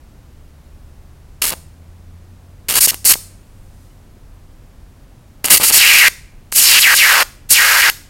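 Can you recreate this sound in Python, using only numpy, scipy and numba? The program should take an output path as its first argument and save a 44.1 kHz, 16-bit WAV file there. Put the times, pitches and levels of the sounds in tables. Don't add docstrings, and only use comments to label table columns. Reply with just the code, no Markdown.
import sys
import numpy as np
from scipy import signal
from scipy.fft import rfft, irfft
from scipy.io import wavfile
from numba import njit

SR = 44100
rng = np.random.default_rng(int(sys.argv[2]) if len(sys.argv) > 2 else 0)


def to_wav(s):
    ch = np.atleast_2d(s).T
    pcm = np.round(np.clip(ch, -1, 1) * 32767)
    wavfile.write(sys.argv[1], SR, pcm.astype(np.int16))


N = 357077
TIME = np.arange(N) / SR

# [dB per Hz, relative]
HISS_COLOUR = [(150, -17.5), (400, -15), (1000, -16.5), (2000, -9), (3200, -4.5), (4800, 1), (7000, 3),
               (9000, 5), (12000, 0.5), (14000, 1), (16000, -10)]
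STRIKE_HZ = 8995


def from_db(db):
    return 10 ** (np.asarray(db) / 20)


def rms_one(x):
    return x / np.sqrt(np.mean(x ** 2) + 1e-20)


def in_time(rows):
    seconds, *columns = np.transpose(rows)
    return [np.interp(TIME, seconds, column) for column in columns]


def coloured(x, spectrum, size=8192):
    hz, db = np.transpose(spectrum)
    grid = np.maximum(np.fft.rfftfreq(size, 1 / SR), 1)
    level_db = np.interp(np.log(grid), np.log(hz), db)
    cepstrum = irfft(np.log(from_db(level_db)))
    fold = np.r_[1, np.full(size // 2 - 1, 2), np.zeros(size // 2)]
    response = irfft(np.exp(rfft(cepstrum * fold)))
    return signal.oaconvolve(x, response / np.linalg.norm(response))[:N]


def noise(spectrum):
    return coloured(rng.standard_normal(N), spectrum)


def smooth(x, hz):
    r = np.exp(-2 * np.pi * hz / SR)
    return signal.lfilter([1 - r], [1, -r], x + 1e-18)


def drift(hz):
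    return rms_one(smooth(smooth(rng.standard_normal(N), hz), hz))


def gate(start, end, rise, fall):
    return np.clip((TIME - start) / rise + .5, 0, 1) * np.clip((end - TIME) / fall + .5, 0, 1)


@njit
def swept_band(x, hz, damping, rate):
    out, band, low = np.zeros(len(x)), 0., 0.
    for i in range(len(x)):
        g = np.tan(np.pi * hz[i] / rate)
        v = (band + g * (x[i] - low)) / (1 + g * (g + damping[i]))
        band, low = 2 * v - band, low + 2 * g * v
        out[i] = v * np.sqrt(damping[i] / g)
    return out


def rumble(level_db=-40.5):
    # [dB per Hz, relative]
    rumble_colour = [(12, -26.5), (20, 5.5), (86, -10), (146, -11.5), (168, -18), (182, -18.5),
                     (216, -17.5), (293, -20.5), (434, -26.5), (472, -27.5), (513, -26), (3160, -40.5),
                     (12100, -45.5), (13200, -50), (16000, -47.5)]
    return from_db(level_db) * noise(rumble_colour)


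def far_motor(waver_db=0.6, overtone_db=-14.0):
    # time_s [s], pitch_hz [Hz], level_db [dB]
    motor_path = [(0, 72, -54), (.6, 73, -45.5), (1.2, 78, -45), (1.8, 83, -44), (2.1, 86, -41.5),
                  (2.6, 91, -45), (3.3, 93, -47), (4.1, 95, -49.5), (4.7, 86, -48.5), (5.3, 88, -56.5),
                  (8.1, 88, -50.5)]
    hz, level_db = in_time(motor_path)
    phase = 2 * np.pi * np.cumsum(hz) / SR
    hum = np.sin(phase) + from_db(overtone_db) * np.sin(2 * phase)
    return np.sqrt(2) * from_db(level_db + waver_db * drift(1.6)) * hum


def whine(centre_hz=12800, wander_hz=25, level_db=-76):
    hz = centre_hz + wander_hz * drift(60)
    return np.sqrt(2) * from_db(level_db) * np.sin(2 * np.pi * np.cumsum(hz) / SR)


def cooling_fizz():
    # time_s [s], level_db [dB]
    fizz_path = [(3.1, -89), (3.3, -67), (3.7, -63.5), (3.85, -59.5), (4.0, -72.5), (4.3, -87)]
    level_db, = in_time(fizz_path)
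    return from_db(level_db) * noise(HISS_COLOUR)


def ticks():
    # start_s [s], pitch_hz [Hz], ring_s [s to fall by 60 dB], peak_db [dB]
    tick_list = [(3.905, 2980, .06, -54), (4.168, 361, 0.032, -37)]
    out, age = np.zeros(N), np.arange(SR // 5) / SR
    for start_s, pitch_hz, ring_s, peak_db in tick_list:
        ring = from_db(peak_db - 60 * age / ring_s) * np.sin(2 * np.pi * pitch_hz * age)
        out[int(start_s * SR):][:len(age)] += ring
    return out


def room(x, near_db=-16, near_s=0.0014, count=9):
    # pitch_hz [Hz], decay_s [s to fall by 60 dB], level_db [dB]
    echo_bands = [(298, 0.37, -19), (998, 0.27, -18.5), (2202, 0.73, -24.5), (3480, 0.46, -22.5),
                  (6000, 0.42, -16), (10200, 0.51, -24), (15060, 0.2, -14.5)]
    age = np.arange(SR) / SR
    hz, decay_s, level_db = np.transpose(echo_bands)
    edges_hz = np.geomspace(120, 17000, count + 1)
    scatter = rng.standard_normal(SR) * np.exp(-age / near_s) * (age > .0005)
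    response = from_db(near_db) * scatter / np.linalg.norm(scatter)
    for low, high in zip(edges_hz, edges_hz[1:]):
        centre = np.log(low * high) / 2
        fall = from_db(-60 * age / np.interp(centre, np.log(hz), decay_s)) * (age > .004)
        band_filter = signal.butter(2, [low, high], "band", fs=SR, output="sos")
        band = signal.sosfilt(band_filter, rng.standard_normal(SR))
        gain = from_db(np.interp(centre, np.log(hz), level_db))
        response = response + gain * band * fall / np.linalg.norm(fall)
    return signal.fftconvolve(x, response)[:N]


def bench(x):
    # [dB, boost or cut]
    surfaces = [(675, 110, -2), (903, 150, 3), (1223, 49, 4), (1614, 160, 5.5), (1920, 60, 5.5),
                (2080, 61, 4.5), (2315, 310, 4.5), (2783, 310, 6), (3350, 530, 0.5), (5326, 150, 1.5),
                (5770, 200, -1), (5870, 140, 4), (6070, 950, -3), (6770, 120, 5.5), (9500, 260, -3),
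                (11600, 650, 4)]
    for pitch_hz, width_hz, level_db in surfaces:
        b, a = signal.iirpeak(pitch_hz, pitch_hz / width_hz, fs=SR)
        x = x + (from_db(level_db) - 1) * signal.lfilter(b, a, x)
    return x


def cracks(spit_s=0.00024, spit_db=-9, body_hz=700, snap_hz=5000, thin_hz=900):
    # [dB, puff]
    crack_list = [(1.422, -2, -28), (1.442, 10.5, -39), (1.447, 3, -40), (1.4535, 8, -23), (1.525, -5, -25),
                  (1.5367, -10, -15), (2.6992, 8.5, -26.5), (2.709, 7.5, -25), (2.874, -0.5, -10.5),
                  (2.944, -1, -20), (3.045, -7, -26), (3.057, -10, -17), (3.1555, -16.5, -14.5),
                  (5.453, -1, -22), (5.6, -6.5, -10), (5.71, -3.5, -12), (6.084, -14, -14.5),
                  (6.5248, 3, -24), (7.23, 6, -17), (7.899, 15.5, -13.5)]
    out, age = np.zeros(N), np.arange(SR // 100) / SR
    slow, fast = 2 * np.pi * body_hz * age, 2 * np.pi * snap_hz * age
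    snap = (1 - fast) * np.exp(-fast)
    puff = 2 * np.sin(slow) * np.exp(-slow / 2)
    for start_s, peak_db, body_db in crack_list:
        spit = from_db(spit_db) * rng.standard_normal(len(age)) * np.exp(-age / spit_s)
        sharp = snap + spit - smooth(snap + spit, thin_hz)
        out[int(start_s * SR):][:len(age)] += from_db(peak_db) * sharp + from_db(body_db) * puff
    return out


def sputter(spread_db=2.0, clump_db=2.0, fizz=0.31, merge_per_s=4000, edge_s=0.0035, spit_edge_s=.004,
            low_db=-4.0, middle_db=-4.0, treble_db=0.14):
    # [dB, towards the treble]
    bursts = [(1.419, 1.425, 6700, -14.5, 5.5), (1.427, 1.508, 870, -25, 7.5), (1.511, 1.538, 440, -28, -3),
              (2.685, 2.753, 930, -23, 5.5), (2.753, 2.792, 4000, -17, 6.5),
              (2.807, 2.864, 14600, -21.5, 15), (2.915, 2.947, 520, -38, -6.5),
              (3.051, 3.094, 19000, -24, 17), (3.093, 3.126, 21000, -15, 10),
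              (5.441, 5.501, 470, -23.5, 2.5), (5.454, 5.462, 4600, -26.5, 15.5),
              (5.503, 5.554, 18000, -9, 7.5), (5.557, 5.565, 2800, -16, 7), (5.57, 5.581, 9000, -17.5, 10),
              (5.603, 5.65, 1250, -20.5, 2.5), (5.633, 5.703, 8900, -21.5, 11.5),
              (5.699, 5.718, 430, -20, 1.5), (5.736, 5.785, 15000, -17.5, 8.5),
              (6.52, 6.555, 9600, -37.5, 16), (6.556, 6.598, 17000, -28, 17.5),
              (7.505, 7.537, 22400, -22, 18)]
    # [dB per Hz, relative]
    low_colour = [(30, 0.5), (150, -2), (400, 0.5), (900, 2), (1300, -4.5), (2500, -43)]
    middle_colour = [(700, -30.5), (1300, -1.5), (2200, 5), (3000, 6), (4500, 5), (7000, -30)]
    treble_colour = [(2500, -36.5), (4500, -3.5), (7000, -1.5), (9000, 3.5), (11500, -0.5), (14000, -3),
                     (16000, -5)]
    sizes = from_db(spread_db * np.minimum(rng.exponential(1, N), 3)) * rng.choice([-1, 1], N)
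    chance, gas = rng.random(N), rng.standard_normal(N)
    clumps = clump_db * drift(200)
    bands = np.zeros((3, N))
    for start, end, per_s, level_db, tilt_db in bursts:
        merged = per_s / (per_s + merge_per_s)
        ramp_s = edge_s + spit_edge_s * merged ** 2
        span = slice(int((start - ramp_s) * SR), int((end + ramp_s) * SR))
        edges = np.clip(np.minimum(TIME[span] - start, end - TIME[span]) / ramp_s + .5, 0, 1)
        sparks = rms_one(sizes[span] * (chance[span] < per_s / SR))
        sparks = sparks + (fizz + merged) * gas[span]
        clumped = rms_one(sparks * from_db((1 - merged) * clumps[span]))
        gains = from_db([level_db - tilt_db, level_db, level_db + tilt_db])
        bands[:, span] += np.outer(gains, edges * clumped)
    low, middle, treble = bands
    out = from_db(low_db) * coloured(low, low_colour)
    out = out + from_db(middle_db) * coloured(middle, middle_colour)
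    return out + from_db(treble_db) * coloured(treble, treble_colour)


def arc_controls(fall_s=.002, pull_shape=1.5, tremor_octaves=.04, tremor_hz=12):
    # start_s [s], end_s [s], swell_s [s], pull_s [s], settled_hz [Hz, before sag and hand],
    # sag [octaves per s], hiss_db [dB], howl_db [dB] (both before arc() weighs them),
    # least_ragged [0-1, before the arc's length adds to it]
    arcs = [(2.877, 2.909, .012, .008, 2703, 1, -15, -24.5, .3),
            (3.132, 3.143, .008, .004, 2251, 1, -17, -14.5, 0.64),
            (5.721, 6.084, 0.0093, .072, 2357, .2, -14.5, -6.5, .3),
            (6.556, 6.798, 0.027, .16, 2250, .5, -14, -5.5, 0.46),
            (6.798, 6.948, .004, .032, 2550, 4.8, -16, -7, .12),
            (6.948, 7.228, .004, .036, 2650, 4.8, -16, -7.5, .2),
            (7.505, 7.815, 0.033, .055, 1702, .3, -15.5, -9, .22),
            (7.816, 7.9, .002, .003, 2149, 9, -18.5, -8, 0.4)]
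    # time_s [s], bend [octaves of pitch]
    hand_path = [(5.8, 0), (5.845, -.12), (5.885, .12), (5.955, 0), (5.985, .2), (6.045, -.32), (6.08, 0),
                 (7.58, 0), (7.625, -.13), (7.7, .06), (7.75, -.15), (7.8, .05)]
    hz, least, gains = np.full(N, float(STRIKE_HZ)), np.zeros(N), np.zeros((2, N))
    for start, end, swell_s, pull_s, settled_hz, sag, hiss_db, howl_db, least_ragged in arcs:
        span = slice(int((start - swell_s / 2) * SR), int((end + fall_s) * SR))
        age = np.maximum(TIME[span] - start, 0)
        closeness = np.exp(-(age / pull_s) ** pull_shape)
        hz[span] = settled_hz * (STRIKE_HZ / settled_hz) ** closeness * 2 ** (-sag * age)
        least[span] = least_ragged
        gains += np.outer(from_db([hiss_db, howl_db]), gate(start, end, swell_s, fall_s))
    bend = in_time(hand_path)[0] + tremor_octaves * drift(tremor_hz)
    return hz * 2 ** bend, least, *gains


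def howl(hz, ragged, line_width=.4, roar_width=1.0, overtone=0.064, uneven_db=-1.5, roar_share=0.78):
    slips = smooth(rng.standard_normal(N), 1300) * np.sqrt(2 * np.pi * line_width * ragged * hz / SR)
    phase = np.cumsum(2 * np.pi * hz / SR + slips)
    cycles = np.cos(phase) + overtone * np.cos(2 * phase)
    tone = rms_one(cycles * from_db(uneven_db * drift(600)))
    roar = rms_one(swept_band(rng.standard_normal(N), hz, roar_width * (0.17 + ragged), SR))
    share = np.clip(roar_share * ragged, 0, 1)
    return np.sqrt(1 - share) * tone + np.sqrt(share) * roar


def arc(pulsing=0.072, flicker_db=-1.5, short_hz=4500, steadiest_hz=2240, hiss_trim_db=2.0, howl_trim_db=-9.5):
    # [dB per Hz, relative]
    long_hiss_colour = [(150, -22.5), (400, -29), (1000, -16), (2200, -6), (3300, 1.5), (4800, 4),
                        (7000, 2), (9000, 1.5), (12000, -0.5), (14000, 1), (16000, -4.5)]
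    howl_colour = [(100, -22.5), (300, -8), (550, -0.5), (900, -1), (1500, 1.5), (2500, 1), (3300, -1),
                   (5000, 7), (9000, -11.5), (16000, -14)]
    hz, least_ragged, hiss_gain, howl_gain = arc_controls()
    octaves = np.log2(hz / steadiest_hz)

    hiss_gain = hiss_gain * from_db(2.5 * octaves - 3 * (hz / STRIKE_HZ) ** 4)
    howl_gain = howl_gain * from_db(-19 * np.maximum(np.log2(hz / 5000), 0))
    roughening = np.maximum(0.645 * octaves, -0.86 * octaves)
    ragged = np.clip(least_ragged + roughening, .02, .98)
    howl_gain = howl_gain * from_db(-3 * ragged)

    cycles = howl(hz, ragged)
    pulsed = rng.standard_normal(N) * np.exp(pulsing * cycles)
    gas = rms_one(pulsed * from_db(flicker_db * drift(120)))
    short = np.clip(hz / short_hz, 0, 1) ** 2
    hiss = short * coloured(gas, HISS_COLOUR) + (1 - short) * coloured(gas, long_hiss_colour)
    howling = coloured(cycles, howl_colour)
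    return from_db(hiss_trim_db) * hiss_gain * hiss, from_db(howl_trim_db) * howl_gain * howling


def scene(howl_send_db=-4, spark_bench_share=0.93, room_bench_share=0.48, echo_db=1):
    background = rumble() + far_motor() + whine() + cooling_fizz() + ticks()
    sparks = sputter() + cracks()
    hiss, howling = arc()
    echo = from_db(echo_db) * room(sparks + hiss + from_db(howl_send_db) * howling)
    near_bench = hiss + howling + spark_bench_share * sparks + room_bench_share * echo
    past_bench = (1 - spark_bench_share) * sparks + (1 - room_bench_share) * echo
    sound = bench(near_bench) + past_bench + background
    return np.array([sound, sound])


def record(dry, ceiling=0.98, hardness=4.8, low_cut_hz=24, cutoff_hz=15900):
    dry = signal.sosfilt(signal.butter(2, low_cut_hz, "high", fs=SR, output="sos"), dry)
    clipped = dry / (1 + np.abs(dry / ceiling) ** hardness) ** (1 / hardness)
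    return signal.sosfilt(signal.ellip(12, .1, 80, cutoff_hz, fs=SR, output="sos"), clipped)


dry = scene()
out = record(dry)
to_wav(out)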